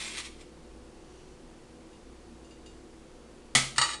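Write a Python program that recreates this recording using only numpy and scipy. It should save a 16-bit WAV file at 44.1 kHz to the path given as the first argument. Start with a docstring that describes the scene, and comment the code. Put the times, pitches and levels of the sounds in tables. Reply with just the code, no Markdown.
"""Spatula on a baking tray

A spatula scrapes under a cookie on a metal tray in tiny stick-slips. A little way off the cookie
slides from the blade, which ticks lightly. Then the spatula bangs down: the tray rings, thumps on
the table, clatters on its rim and is scraped again. The small kitchen rings briefly after each
contact; a fridge hums throughout."""
import sys
import numpy as np
from scipy import signal
from scipy.fft import rfft, irfft
from scipy.io import wavfile
from scipy.ndimage import uniform_filter1d

SR = 44100
rng = np.random.default_rng(int(sys.argv[2]) if len(sys.argv) > 2 else 0)


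def waveform_to_disk(signal):
    """Save audio, clipped to [-1, 1], as 16-bit WAV at the path in sys.argv[1]."""
    frames = np.transpose(np.atleast_2d(signal))
    scaled = np.clip(frames, -1, 1) * 32767
    samples = np.round(scaled).astype(np.int16)
    wavfile.write(sys.argv[1], SR, samples)


N = 176400
ROOM_T60_S, SLIPS_PER_S = 0.39, 3500


def undb(db):
    """Decibels to gain."""
    return 10 ** (np.asarray(db) / 20)


def unit(x):
    """Scale to rms 1."""
    return x / np.sqrt(np.mean(x ** 2))


def fade(t60_s):
    """Exponential decay, one second long."""
    return np.exp(-np.log(1000) * np.arange(SR) / SR / t60_s)


def colour(x, points):
    """Minimum-phase filter of unit power through (Hz, dB) points."""
    hz, db = np.array(points).T
    size = 2 * len(x)
    bins_hz = np.maximum(np.arange(len(x) + 1) * SR / size, 1)
    gain = unit(undb(np.interp(np.log(bins_hz), np.log(np.sort(hz)), db)))
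    cepstrum = irfft(np.log(gain))
    cepstrum[1:len(x)] *= 2
    cepstrum[len(x) + 1:] = 0
    return irfft(rfft(x, size) * np.exp(rfft(cepstrum)))[:len(x)]


def wander(rate_hz):
    """Smooth random drift, rms 1."""
    hold = int(SR / rate_hz)
    steps = np.repeat(rng.standard_normal(N // hold + 1), hold)
    return unit(uniform_filter1d(uniform_filter1d(steps, hold), hold)[:N])


def envelope(points):
    """Gain along (s, dB) points, silent outside them."""
    times_s, db = np.array(points).T
    return undb(np.interp(np.arange(N) / SR, times_s, db, left=-200, right=-200))


def add(out, start_s, x):
    """Mix x into out."""
    i = int(start_s * SR)
    out[i:i + len(x)] += x[:N - i]


def ring(modes, db_per_octave=0):
    """Decaying modes that start from rest, neighbours opposed; rms 1 at the start."""
    hz, db, t60_s = np.array(modes).T
    gains = undb(db + db_per_octave * np.log2(hz))
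    gains /= np.sqrt(np.sum(gains ** 2) / 2)
    t = np.arange(SR) / SR
    return sum((-1) ** k * gain * np.sin(2 * np.pi * hz[k] * t) * fade(t60_s[k])
               for k, gain in enumerate(gains))


def struck_sheet(points, t60_s, crack_db, room_db):
    """Sheet metal's response to a blow: a crack, crowded short modes and the kitchen's tail."""
    crack = undb(crack_db) * fade(0.0097)
    room = undb(room_db) * fade(ROOM_T60_S) * (1 - fade(0.048))
    shape = np.sqrt(fade(t60_s) ** 2 + crack ** 2 + room ** 2)
    return colour(rng.standard_normal(SR) * shape, points)


def slip_response(points, t60_s, direct_db, room_db):
    """One tiny slip: its own click, the metal's short ring and the kitchen's tail."""
    response = rng.standard_normal(SR) * np.hypot(fade(t60_s), undb(room_db) * fade(ROOM_T60_S))
    response[0] += undb(direct_db) * np.sqrt(np.sum(response ** 2))
    return colour(response, points)


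def rub(force, body, per_s, spread_db):
    """Random stick-slip clicks, sized by the force, drive a body."""
    clicks = (rng.random(N) < per_s / SR) * rng.choice([-1, 1], N)
    sizes = undb(spread_db * np.clip(rng.standard_normal(N), -2, 2))
    return signal.fftconvolve(unit(clicks * sizes) * force, body / np.sqrt(np.sum(body ** 2)))[:N]


# Fridge and mains tones. Each row: frequency in Hz, rms level in dB, waver as a ratio.
HUM_TONES = [(59, -57.5, 0.38), (163, -69.5, 0.88), (325, -59.5, 0.22), (361.3, -63.5, 0.44),
             (496, -65.5, 1), (726, -72.5, 0.22), (4530, -81.5, .3)]
# Air spectrum. Each row: frequency in Hz, relative level in dB.
AIR_COLOUR = [(10, -15.5), (20, 1), (30, -1), (42, -16.5), (58, -7.5), (76, -14.5), (150, -11.5),
              (190, -16), (228, -4.5), (290, -10.5), (350, -8), (420, -12), (520, -12), (630, -20),
              (850, -19), (1640, -26.5), (2300, -28.5), (2870, -29), (3600, -31), (4500, -31.5),
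              (6000, -32.5), (9400, -35), (12400, -40)]


def fridge_and_air():
    """A fridge's wavering hum over a steady rush of air."""
    t = np.arange(N) / SR
    hum = np.zeros(N)
    for hz, db, waver in HUM_TONES:
        drift = 1 + waver * (wander(9) + 1j * wander(9))
        tone = np.real(drift * np.exp(2j * np.pi * hz * t))
        hum += undb(db) * np.sqrt(2 / (1 + 2 * waver ** 2)) * tone
    return hum + undb(-52) * colour(rng.standard_normal(N), AIR_COLOUR)


# Two pushes of the blade. Each row: time in seconds, level in dB.
FIRST_PUSH = [(0, -35), (.03, -40), (.058, -37.5), (.1, -42.5), (.145, -41.5), (.165, -41), (.174, -34.5),
              (.202, -35.5), (.214, -51), (.24, -49), (.262, -40), (.29, -61), (.39, -61.5), (.416, -50),
              (.44, -70)]
SECOND_PUSH = [(3.76, -53), (3.766, -42.5), (3.8, -41), (3.9, -50), (3.94, -45), (3.965, -69), (4, -66)]
# Blade contact spectrum. 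Each row: frequency in Hz, relative level in dB.
BLADE_COLOUR = [(240, -31), (400, -15), (750, -13.5), (950, -6), (1250, -8.5), (1420, -10), (1800, -7),
                (1980, -0.5), (2700, -2.5), (3600, -0.5), (4200, -3), (4800, -5.5), (6500, -7), (9300, -8),
                (10500, -12.5), (12400, -17)]
# Tray floor resonances. Each row: frequency in Hz, relative level in dB, T60 in seconds.
FLOOR_MODES = [(1190, -8, .3), (1292, -7, .38), (1820, -6, .22), (1991, 3, .22), (2204, -1, .26),
               (3183, -7, .3), (3453, -2, .26), (5211, -5, .17), (6163, -7, .22), (6874, -7, .22),
               (7432, -7, .22), (8410, -5, .2)]


def spatula_scrape():
    """The blade grates over baked crumbs; the tray rings faintly under it."""
    body = slip_response(BLADE_COLOUR, t60_s=0.074, direct_db=-0.5, room_db=-10)
    body += undb(-17) * ring(FLOOR_MODES)
    return rub(envelope(FIRST_PUSH) + envelope(SECOND_PUSH), body, SLIPS_PER_S, spread_db=4.5)


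# Cookie friction. Each row: time in seconds, level in dB.
SLIDE_FORCE = [(.95, -72), (1.15, -64), (1.27, -67.5), (1.4, -80)]
# Slide spectrum. Each row: frequency in Hz, relative level in dB.
SLIDE_COLOUR = [(1000, -25), (2300, -8), (2950, 5), (3700, -9), (4400, 4), (4900, -12), (5800, -1),
                (9500, -17)]


def cookie_slide():
    """The cookie slips off the blade, farther away."""
    body = slip_response(SLIDE_COLOUR, t60_s=0.1, direct_db=-7, room_db=-6)
    return rub(envelope(SLIDE_FORCE), body, SLIPS_PER_S, spread_db=6)


# Blade taps. Each row: start in seconds, level in dB, tilt in dB per octave.
TICKS = [(1.93, -63, 1), (2.445, -60.5, 5), (2.508, -57.5, 0), (2.661, -54, 2)]
# Blade resonances. Each row: frequency in Hz, relative level in dB, T60 in seconds.
BLADE_MODES = [(2830, 6, .25), (3700, -3, .3), (4570, -1, .3), (4930, -3, .2), (6155, -7, .45),
               (6930, -4, .2), (7130, -5, .25), (7680, -13, .7), (9150, -10, .2)]


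def blade_ticks():
    """Light contacts set the blade ringing."""
    out = np.zeros(N)
    for start_s, db, db_per_octave in TICKS:
        contact = undb(-3) * struck_sheet(BLADE_COLOUR, t60_s=0.1, crack_db=0, room_db=-10)
        add(out, start_s, undb(db) * (contact + ring(BLADE_MODES, db_per_octave)))
    return out


# Blows on the tray floor. Each row: start in seconds, level in dB.
BANGS = [(3.5507, -22.5), (3.5515, -18), (3.5575, -23.5)]
# Bang spectrum. Each row: frequency in Hz, relative level in dB.
BANG_COLOUR = [(80, -23), (130, -6), (240, -4.5), (360, -13), (520, -11), (780, -6), (1000, -10.5),
               (1250, -5), (1400, -11), (1600, -4.5), (1750, -13), (2020, 1.5), (2650, -6.5), (3150, 0),
               (3800, -4.5), (4600, -2.5), (5200, -6), (6500, -6), (8700, -6.5), (10300, -11), (12400, -18)]
# Tray-on-table resonances. Each row: frequency in Hz, relative level in dB, T60 in seconds.
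THUMP_MODES = [(132.6, 0.5, 0.58), (151.4, -3, 0.18), (195, -9.5, 0.12), (223.5, 0, 0.17), (253.4, 1, 0.24),
               (318, -14, 0.39)]


def tray_bang():
    """Blade and tray land in quick contacts; the tray thumps on the table."""
    out = np.zeros(N)
    for start_s, db in BANGS:
        add(out, start_s, undb(db) * struck_sheet(BANG_COLOUR, t60_s=0.12, crack_db=3, room_db=-5))
    add(out, BANGS[0][0], undb(-21.5) * ring(FLOOR_MODES) + undb(-30.5) * ring(THUMP_MODES))
    return out


# Rim blows. Each row: start in seconds, level in dB.
KNOCKS = [(3.76, -40.5), (3.7817, -17.5), (3.787, -29.5), (3.8144, -19), (3.828, -28.5), (3.837, -29.5),
          (3.8586, -33), (3.891, -34.5)]
# Rattle between blows. Each row: time in seconds, level in dB.
CHATTER = [(3.82, -39), (3.837, -28), (3.85, -31.5), (3.88, -38), (3.91, -34), (3.942, -35.5), (3.957, -58)]
# Rim spectrum. Each row: frequency in Hz, relative level in dB.
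RIM_COLOUR = [(120, -38), (300, -32), (550, -12.5), (750, -15), (850, -5.5), (1030, -11), (1170, 0),
              (1350, 1), (1620, -13), (1780, -1), (1980, 1), (2250, -14), (2540, -12.5), (2900, -1),
              (3330, -15), (3850, -2), (4350, -9), (4620, -5.5), (5000, -10.5), (5700, -9), (6400, -19),
              (6800, -2.5), (7400, -14), (8400, -7.5), (9300, -15), (10000, -23), (12400, -28)]
# Rim resonances. Each row: frequency in Hz, relative level in dB, T60 in seconds.
RIM_MODES = [(856, -7, .38), (945, -8, .45), (1163, -3, .38), (1254, -5, .25), (1285, -4, .3),
             (1919, -2, .26), (2428, -6, .35), (2896, -8, .3), (3847, -1, .27), (4211, -4, .2),
             (4558, 3, .2), (6907, -3, .27), (8114, -2.5, .2), (8403, -2, .2), (8640, -2.5, .18)]


def rim_clatter():
    """The rim knocks, rocks the table, bounces and chatters to rest."""
    out = np.zeros(N)
    rim = ring(RIM_MODES)
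    for start_s, db in KNOCKS:
        contact = struck_sheet(RIM_COLOUR, t60_s=0.08, crack_db=0.5, room_db=-16.5)
        add(out, start_s, undb(db) * (contact + undb(-8) * rim))
    thump = ring(THUMP_MODES, db_per_octave=-22) * fade(0.71)
    add(out, KNOCKS[1][0], undb(-38.5) * thump)
    body = slip_response(RIM_COLOUR, t60_s=0.11, direct_db=-1.5, room_db=-15) + undb(-5.5) * rim
    return out + rub(envelope(CHATTER), body, per_s=1100, spread_db=4)


def scene():
    """All sources, mixed to mono."""
    mix = fridge_and_air() + spatula_scrape() + cookie_slide() + blade_ticks()
    return (mix + tray_bang() + rim_clatter())[None]


def record(dry):
    """A shelf dulls the top treble; a steep low-pass cuts it off."""
    shelf_hz, shelf_db, cutoff_hz = [10370, 10920], [0, -14.5], 12250
    bins_hz = np.arange(N + 1) * SR / (2 * N)
    shelf = undb(np.interp(bins_hz, shelf_hz, shelf_db))
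    dull = irfft(rfft(dry, 2 * N) * shelf)[:, :N]
    return signal.sosfilt(signal.ellip(10, .1, 80, cutoff_hz, fs=SR, output="sos"), dull)


dry = scene()
out = record(dry)
waveform_to_disk(out)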